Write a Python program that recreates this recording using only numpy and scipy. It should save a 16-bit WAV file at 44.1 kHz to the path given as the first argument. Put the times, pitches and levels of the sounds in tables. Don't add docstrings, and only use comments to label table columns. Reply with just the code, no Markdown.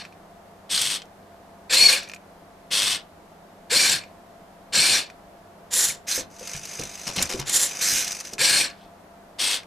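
import sys
import numpy as np
from scipy import signal
from scipy.fft import rfft, irfft, next_fast_len
from scipy.io import wavfile
from scipy.ndimage import uniform_filter1d

SR = 44100
rng = np.random.default_rng(int(sys.argv[2]) if len(sys.argv) > 2 else 0)


def gain_from_db(level_db):
    decades = np.asarray(level_db, float) / 20
    return 10 ** decades


def wav_record(signal):
    frames = np.transpose(np.atleast_2d(signal))
    bounded = np.clip(frames, -1, 1)
    quanta = np.round(bounded * 32767).astype(np.int16)
    wavfile.write(sys.argv[1], SR, quanta)


N = 426006

TREBLE_FOLLOWS, BOARD_FOLLOWS = 1.67, 0.83


def rms_one(x):
    return x / np.sqrt(np.mean(x ** 2) + 1e-20)


def at_hz(points, hz):
    table_hz, values = np.transpose(points)
    return np.interp(np.log(hz + 1), np.log(table_hz), values)


def colour(x, points):
    length = x.shape[-1]
    size = next_fast_len(length)
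    gain = gain_from_db(at_hz(points, np.fft.rfftfreq(size, 1 / SR)))
    return irfft(rfft(x, size) * gain, size)[..., :length]


def filtered(x, order, hz, kind):
    return signal.sosfilt(signal.butter(order, hz, kind, fs=SR, output="sos"), x)


def drift(rate_hz, size):
    knots = rng.standard_normal(4000)
    return np.interp(np.arange(size) * rate_hz / SR, np.arange(len(knots)), knots) * np.sqrt(3 / 2)


def resonance(x, hz, width_hz):
    r = np.exp(-np.pi * max(width_hz, 3) / SR)
    poles = [1, -2 * r * np.cos(2 * np.pi * hz / SR), r * r]
    return signal.lfilter([(1 - r * r) / 2, 0, (r * r - 1) / 2], poles, x)


def wobbling_sine(hz, wander_hz, rate_hz, size):
    cycles = np.cumsum(hz + wander_hz * drift(rate_hz, size)) / SR
    return np.sqrt(2) * np.sin(2 * np.pi * cycles)


def past(t, knee_s):
    return knee_s * np.logaddexp(0, t / knee_s)


def evened(x):
    return x / np.sqrt(uniform_filter1d(x ** 2, size=round(0.05 * SR)) + 1e-12)


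def balanced(pan_db):
    return gain_from_db(np.array([[pan_db / 2], [-pan_db / 2]]))


# resonance in Hz, width in Hz, level in dB.
BOARD = [(128, 53.6, 3), (284, 60, -8), (522, 30, 1), (870, 810, -14)]


def servo(moves, case, rings, whine_hz, spread_hz, whine_gain_db, pan_db, beat_hz, beat_db, grain_db, ring_db):
    out = np.zeros(N + 2 * SR)
    for s, gear_db, treble_db, board_db in moves:
        gear, treble, shaken = gain_from_db(gear_db), gain_from_db(treble_db), gain_from_db(board_db)
        start, size = SR + round(s * SR), len(gear)
        turns = np.cumsum(beat_hz * (1 + 0.032 * drift(13, size))) / SR
        kick = uniform_filter1d(np.exp(-3 * (turns % 1)), size=90)
        swell = gain_from_db(beat_db * (kick - 0.3) + 1.46 * drift(85, size) + 0.43 * drift(40, size))
        grains = gain_from_db(grain_db * np.minimum(rng.exponential(1, size), 4))
        teeth = rng.standard_normal(size) * grains * swell
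        sung = np.zeros(size)
        for k, (hz, width, db) in enumerate(rings):
            shift_db = 7 * np.tanh(0.7 * drift(30, size))
            ring = rms_one(resonance(teeth, hz, width)) * np.sqrt(width)
            sung += (-1) ** k * gain_from_db(db + shift_db) * ring
        gears = rms_one(colour(teeth, case)) + gain_from_db(ring_db) * rms_one(sung)
        low = evened(filtered(gears, 4, 5200, "low"))
        high = evened(filtered(gears, 4, 5200, "high"))
        rough = filtered(teeth, 2, spread_hz, "low")
        whine = wobbling_sine(whine_hz, 0.015 * whine_hz, 13, size)
        whine = evened(whine * (0.5 + rms_one(rough)) * swell)
        shake = rng.standard_normal(size) * swell
        board = sum(gain_from_db(db + 7.4 * drift(15, size)) * resonance(shake, hz, 1.2 * width)
                    for hz, width, db in BOARD)
        rumble = colour(shake, [(60, -30), (200, -2.5), (1000, 0), (1800, -36)])
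        board = evened(rms_one(board) + 1.75 * rms_one(rumble))
        move = gear * low + treble * high + shaken * board
        move += gain_from_db(whine_gain_db) * np.hypot(gear, treble) * whine
        out[start:start + size] += move * signal.windows.tukey(size, 300 / size)
    return out[SR:SR + N] * balanced(pan_db)


def powered(moves, spin_up_s, sag_db_per_s, coast_db_per_s, knee_s, board_db):
    t = np.arange(SR * 3 // 7) / SR
    start_loss_db = 21.5
    for s, length, gear_db, treble_db in moves:
        loss = start_loss_db * np.exp(-t / spin_up_s) + sag_db_per_s * t
        loss += coast_db_per_s * past(t - length, knee_s)
        treble = gear_db + treble_db - TREBLE_FOLLOWS * loss
        yield s, gear_db - loss, treble, gear_db + board_db - BOARD_FOLLOWS * loss


def creeping(efforts, treble_db, board_db, usual_db):
    for rows in efforts:
        s, db = np.transpose(rows)
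        gear = np.interp(np.arange(s[0], s[-1], 1 / SR), s, db)
        board = usual_db + board_db + BOARD_FOLLOWS * (gear - usual_db)
        yield s[0], gear, gear + treble_db, board


# start in seconds, powered time in seconds, gear level in dB, treble above gear in dB.
TABLE_MOVES = [
    (-0.25, 0.21, -23, -8),
    (1.694, 0.26, -20.5, -0.5),
    (1.97, 0.066, -39.5, -11),
    (3.696, 0.25, -22, 1),
    (4.722, 0.26, -21, -0.5),
    (8.381, 0.25, -21.5, 0.5),
]
# frequency in Hz, level in dB per Hz.
TABLE_COLOUR = [(590, -33.5), (1000, -17.5), (1970, -22), (2310, -3), (3300, -9), (4340, -5), (6410, -13.5),
                (8840, -11.5), (14500, -23.5), (15500, -36.5)]
# frequency in Hz, width in Hz, level in dB.
TABLE_RINGS = [(1670, 190, -8), (2373, 65, 3.5), (3500, 60, -13), (5690, 160, -3), (6900, 180, -13.5),
               (7560, 140, -2), (8880, 370, -11)]


def table_servo():
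    moves = powered(TABLE_MOVES, spin_up_s=0.011, sag_db_per_s=4, coast_db_per_s=286.5, knee_s=0.012,
                    board_db=-14.5)
    return servo(moves, TABLE_COLOUR, TABLE_RINGS, whine_hz=4370, spread_hz=110, whine_gain_db=-11,
                 pan_db=0.8, beat_hz=96.3, beat_db=3.5, grain_db=1, ring_db=0)


# start in seconds, powered time in seconds, gear level in dB, treble above gear in dB.
CLAMP_MOVES = [
    (0.6917, 0.27, -27, 2.5),
    (2.704, 0.25, -23.5, 0),
    (9.383, 0.18, -25, 0.5),
    (8.76, 0.1, -57.5, -15),
]
# frequency in Hz, level in dB per Hz.
CLAMP_COLOUR = [(590, -54), (1000, -16), (1840, -8.5), (2680, -6), (3010, -2), (3260, -1), (6870, -10.5),
                (8840, -7), (14500, -25), (15500, -14)]
# frequency in Hz, width in Hz, level in dB.
CLAMP_RINGS = [(2614, 60, 8.5), (4130, 43, 5), (5770, 150, -3), (6200, 80, -13.5), (7990, 140, -2.5),
               (8460, 90, 20)]


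def clamp_servo():
    moves = powered(CLAMP_MOVES, spin_up_s=0.0089, sag_db_per_s=9.5, coast_db_per_s=407, knee_s=0.011,
                    board_db=-16)
    return servo(moves, CLAMP_COLOUR, CLAMP_RINGS, whine_hz=3314, spread_hz=170, whine_gain_db=-10.5,
                 pan_db=1.9, beat_hz=101.1, beat_db=6.5, grain_db=2.5, ring_db=-7.5)


# start in seconds, powered time in seconds, gear level in dB, treble above gear in dB.
SHOULDER_MOVES = [
    (5.704, 0.19, -28.5, 8.7),
    (5.88, 0.026, -38, 14),
    (7.453, 0.058, -27, 1),
    (7.51, 0.069, -24, 11.5),
    (7.575, 0.074, -26, 10.5),
]
# frequency in Hz, level in dB per Hz.
SHOULDER_COLOUR = [(590, -29.5), (1000, -21.5), (1920, -8), (2260, -14.5), (3960, -8), (4540, -12.5),
                   (7110, -4.5), (9250, -11), (10400, -10), (15500, -22)]
# frequency in Hz, width in Hz, level in dB.
SHOULDER_RINGS = [(1920, 37.7, -44), (4000, 50, -0.5), (5610, 110, -14), (8140, 62, 10), (10450, 460, -3)]


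def shoulder_servo():
    moves = powered(SHOULDER_MOVES, spin_up_s=0.018, sag_db_per_s=-0.5, coast_db_per_s=330, knee_s=0.021,
                    board_db=-12.5)
    return servo(moves, SHOULDER_COLOUR, SHOULDER_RINGS, whine_hz=7210, spread_hz=250, whine_gain_db=-4.5,
                 pan_db=-0.1, beat_hz=170.3, beat_db=5, grain_db=-0.5, ring_db=-6)


# start in seconds, powered time in seconds, gear level in dB, treble above gear in dB.
ELBOW_MOVES = [
    (6.066, 0.13, -30.5, 4.9),
    (7.797, 0.23, -27, 5),
]
# frequency in Hz, level in dB per Hz.
ELBOW_COLOUR = [(590, -48), (1000, -25), (1620, -6), (2450, -11), (3040, -21), (3960, -16.5), (6260, -1),
                (7190, -9.5), (12500, -13.5), (15500, -23)]
# frequency in Hz, width in Hz, level in dB.
ELBOW_RINGS = [(2570, 1200, -7.5), (4160, 380, 0), (4990, 150, -11), (7460, 210, 1), (8950, 200, -9),
               (12600, 500, -8.5)]


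def elbow_servo():
    moves = powered(ELBOW_MOVES, spin_up_s=0.01, sag_db_per_s=7.5, coast_db_per_s=420, knee_s=0.01,
                    board_db=-16)
    return servo(moves, ELBOW_COLOUR, ELBOW_RINGS, whine_hz=6160, spread_hz=260, whine_gain_db=-12.5,
                 pan_db=-1, beat_hz=97.8, beat_db=-4, grain_db=4, ring_db=-3)


# time in seconds, gear level in dB as the effort
ARM_CREEPS = [
    [(6.3, -61.5), (6.4, -50.5), (6.47, -42.5), (6.55, -39.5), (6.61, -47), (6.65, -43.5), (6.82, -42),
     (6.87, -45.5), (7.07, -44)],
    [(7.09, -49), (7.13, -43.5), (7.17, -43), (7.26, -39.5), (7.3, -49), (7.36, -45), (7.41, -45),
     (7.45, -72)],
    [(7.67, -38), (7.73, -40), (7.81, -38)],
    [(8.03, -39), (8.12, -36.5), (8.19, -45), (8.21, -38), (8.23, -54), (8.255, -40), (8.31, -51.5),
     (8.335, -44), (8.38, -73)],
]
# frequency in Hz, level in dB per Hz.
CREEP_COLOUR = [(590, -59), (1200, -9), (2260, -6), (2470, -4.5), (3370, -18.5), (4440, -6.5), (6050, -2.5),
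                (6710, -1.5), (14100, -16), (15500, -30.5)]


def arm_creeping():
    creeps = creeping(ARM_CREEPS, treble_db=-1, board_db=-9, usual_db=-47)
    return servo(creeps, CREEP_COLOUR, ELBOW_RINGS, whine_hz=6100, spread_hz=210, whine_gain_db=-1.5,
                 pan_db=0.1, beat_hz=49.4, beat_db=9.5, grain_db=2.5, ring_db=-6.5)


# start in seconds, powered time in seconds, gear level in dB, treble above gear in dB.
ELBOW_JOLTS = [
    (7.066, 0.017, -29.5, -0.5),
    (7.157, 0.076, -29.5, -6),
    (7.29, 0.042, -33, -0.5),
    (7.39, 0.014, -32.5, -12),
]


def elbow_jolting():
    jolts = powered(ELBOW_JOLTS, spin_up_s=0.002, sag_db_per_s=15, coast_db_per_s=375.5, knee_s=0.0045,
                    board_db=-4)
    return servo(jolts, CREEP_COLOUR, ELBOW_RINGS, whine_hz=5540, spread_hz=400, whine_gain_db=-5,
                 pan_db=2, beat_hz=85.2, beat_db=15, grain_db=2, ring_db=-3)


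# start in seconds, cruise in seconds, top pitch in Hz, level in dB,
# second gear stage in dB.
SPINS = [(1.692, .2, 2228, -24.5, -18), (3.7, 0.17, 2404, -29.5, -1.5), (4.725, 0.2, 2395, -30.5, -9),
         (5.719, .13, 1997, -35.5, -11), (7.8, 0.15, 2540, -42.5, -1), (8.385, 0.17, 2424, -35.5, 3.5)]
# multiple of the pinion pitch, level in dB.
MESH_ORDERS = [(1, -3), (2, 2.5), (4, -6)]
# resonance in Hz, width in Hz, level in dB.
MESH_BODY = [(493, 57, 0), (1600, 69, -5.5), (2367, 340, 1), (3400, 120, -3.5), (4254, 330, 5.5),
             (8700, 900, -3)]


def mesh():
    start_hz, rise_s, brake_hz_per_s, brake_s = 1006, 0.04, 15000, 0.088
    stage_ratio, stage_fade_db_per_s = 0.286, 68
    out, size = np.zeros(N), SR // 2
    t = np.arange(size) / SR
    for s, cruise, top_hz, level_db, stage_db in SPINS:
        hz = top_hz - (top_hz - start_hz) * np.exp(-t / rise_s) - brake_hz_per_s * past(t - cruise, 0.01)
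        cycles = np.cumsum(np.maximum(hz, 0) * (1 + 0.013 * drift(120, size))) / SR
        tones = np.zeros(size)
        for order, db in [*MESH_ORDERS, (stage_ratio, stage_db + 5.5 - stage_fade_db_per_s * t)]:
            flutter_db = 2.2 * drift(45, size) + 4.35 * drift(150, size)
            tones += gain_from_db(db + flutter_db) * np.sin(2 * np.pi * order * cycles)
        stop = cruise + brake_s
        running = np.interp(t, [0, 0.03, stop - 0.03, stop], [0, 1, 1, 0])
        out[round(s * SR):][:size] += tones * gain_from_db(level_db) * running
    body = sum((-1) ** k * gain_from_db(db) * resonance(out + 1e-18, hz, width)
               for k, (hz, width, db) in enumerate(MESH_BODY))
    return body * balanced(1)


def knocks(events, crack_db, crack, crack_s, ring_db, cycles):
    out, t = np.zeros(N + SR), np.arange(SR // 4) / SR
    for s, peak_db, hz in events:
        noise = rng.standard_normal(len(t))
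        broad = rms_one(colour(noise, [(share * hz, db) for share, db in crack]))
        broad = rms_one(colour(broad, [(9000, -5), (15000, -12)]))
        snap = rms_one(broad + 0.5 * rms_one(resonance(broad, hz, 0.41 * hz))) * np.exp(-t / crack_s)
        modes = np.sin(2 * np.pi * hz * t) + 0.4 * np.sin(2 * np.pi * 1.05 * hz * t)
        ringing = modes * gain_from_db(-60 * t * np.sqrt(hz) / cycles)
        out[round(s * SR):][:len(t)] += gain_from_db(peak_db) * (gain_from_db(crack_db) * snap + gain_from_db(ring_db) * ringing)
    return out[:N]


# time in seconds, peak in dB, pitch in Hz.
CUBE_CLICKS = [(0.748, -11.5, 4130), (0.7766, -6.5, 4100), (0.8155, -5.5, 8050), (1.019, -25.5, 3120),
               (1.0545, -42, 5960), (2.032, -30, 7000), (2.0877, -29.5, 6100), (2.1464, -28.5, 6800),
               (5.7369, -20, 6970), (7.1853, -9, 2880), (7.225, -1.5, 7200), (7.4949, -6, 7850)]
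# time in seconds, peak in dB.
ARM_TICKS = [(6.3131, -39), (6.3949, -27), (6.4743, -19), (6.564, -21), (6.6536, -17.5), (6.737, -24),
             (6.7958, -17), (6.836, -17), (7.1627, -11), (7.294, -19), (7.398, -14), (8.0457, -12),
             (8.078, -10), (8.1192, -14), (8.1503, -19.5), (8.2017, -18), (8.3345, -16.5)]


def clicks():
    events = [*CUBE_CLICKS, *[(s, db, 5840) for s, db in ARM_TICKS]]
    return knocks(events, crack_db=-11, crack=[(0.15, -6), (0.4, 4.5), (1.1, 5.5), (2.2, 3.5), (5, -25)],
                  crack_s=0.005, ring_db=-11, cycles=1.75)


# time in seconds, peak in dB, pitch in Hz.
THUDS = [(6.177, -21, 522), (6.41, -27.5, 495), (6.547, -28.5, 148), (6.795, -22, 477), (6.818, -26, 289),
         (7.071, -29.5, 115), (7.176, -22, 183), (7.219, -27.5, 79.5), (7.317, -28, 378), (7.342, -18, 384),
         (7.393, -23, 135), (7.927, -25.5, 251), (8.325, -26.5, 384)]


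def thuds():
    return knocks(THUDS, crack_db=-12, crack=[(0.15, 2), (0.5, 5), (2.5, -11), (8, -30)],
                  crack_s=0.033, ring_db=-11.5, cycles=2.8)


# time in seconds, peak in dB.
SETTLING = [(0.0512, -23.5), (0.125, -35), (2.0765, -27), (2.0973, -19.5), (2.116, -22), (2.136, -17.5),
            (2.162, -27), (4.0372, -25), (4.083, -42), (5.0998, -25), (6.5504, -17.5), (6.789, -19),
            (6.823, -18.5), (7.071, -19), (7.0833, -24), (8.382, -15), (8.7011, -23), (9.6326, -29)]


def settling():
    crack = [(0.3, -14), (0.7, 2), (1.05, -2), (1.5, -8), (2.3, 0.5), (4, -15)]
    return knocks([(s, db, 2447) for s, db in SETTLING], crack_db=-14.5, crack=crack,
                  crack_s=0.0045, ring_db=-12, cycles=1.2)


# frequency in Hz, time to fall 60 dB in seconds.
ROOM = [(200, 0.46), (2000, 0.071), (8000, 0.057), (15000, 0.16)]
# frequency in Hz, level in dB.
ROOM_COLOUR = [(60, -8.5), (300, 0), (1000, 7), (4000, 9.5), (8000, 4), (13000, -21)]


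def room(x):
    t, tail = np.arange(SR // 2) / SR, 0
    white = rng.standard_normal((2, len(t)))
    for low in 100 * 2.0 ** np.arange(8):
        band = filtered(white, 2, [low, min(low * 2, 0.45 * SR)], "band")
        t60_s = max(at_hz(ROOM, low * np.sqrt(2)), 0.03)
        tail = tail + band * gain_from_db(-60 * t / t60_s)
    tail = np.pad(tail / np.sqrt(np.sum(tail ** 2) / 2), ((0, 0), (40, 0)))
    return signal.fftconvolve(colour(x, ROOM_COLOUR)[None], tail, axes=1)[:, :N]


# frequency in Hz, level in dB per Hz.
FAN = [(15, -30), (25, -9), (48, -10.5), (64, -12.5), (96, -8.5), (122, -21), (156, -9), (313, -9.5),
       (540, -9), (690, -4.5), (820, -9), (1900, -20.5), (2500, -25.5), (6210, -32), (14300, -37.5),
       (15500, -49.5)]
# pitch in Hz, wander in Hz, level in dB rms.
FAN_HUMS = [(94.3, 4.5, -68), (168.5, 0.52, -63), (196.6, 0.14, -61.5), (684, 1.5, -58)]
# frequency in Hz, left-right likeness from -1 to 1.
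LIKENESS = [(60, 0.99), (180, 0.91), (550, 0.66), (1650, 0.24), (4970, 0.14), (15000, 0.68)]


def fan():
    mid, side = colour(rng.standard_normal((2, N)), FAN)
    mid = colour(mid, [(hz, 10 * np.log10(1 + c)) for hz, c in LIKENESS])
    side = colour(side, [(hz, 10 * np.log10(max(1 - c, 0.01))) for hz, c in LIKENESS])
    air = gain_from_db(-49.5 + 0.11 * drift(1.7, N)) * rms_one(np.array([mid + side, mid - side]))
    hums = sum(gain_from_db(db + 1.5 * drift(5.9, N)) * wobbling_sine(hz, wander, 6, N)
               for hz, wander, db in FAN_HUMS)
    return air + hums * balanced(0.8)


def scene():
    robot = table_servo() + clamp_servo() + shoulder_servo()
    robot += elbow_servo() + arm_creeping() + elbow_jolting()
    robot += mesh()
    robot += clicks() + thuds() + settling()
    return gain_from_db(-1.36) * robot + gain_from_db(-12.5) * room(robot.mean(axis=0)) + fan()


def roll_off(x):
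    return signal.sosfilt(signal.butter(12, 16320, fs=SR, output="sos"), x)


def record(dry):
    heard = signal.sosfilt(signal.cheby2(14, 60, 15650, fs=SR, output="sos"), dry)
    return roll_off(heard)


dry = scene()
out = record(dry)
wav_record(out)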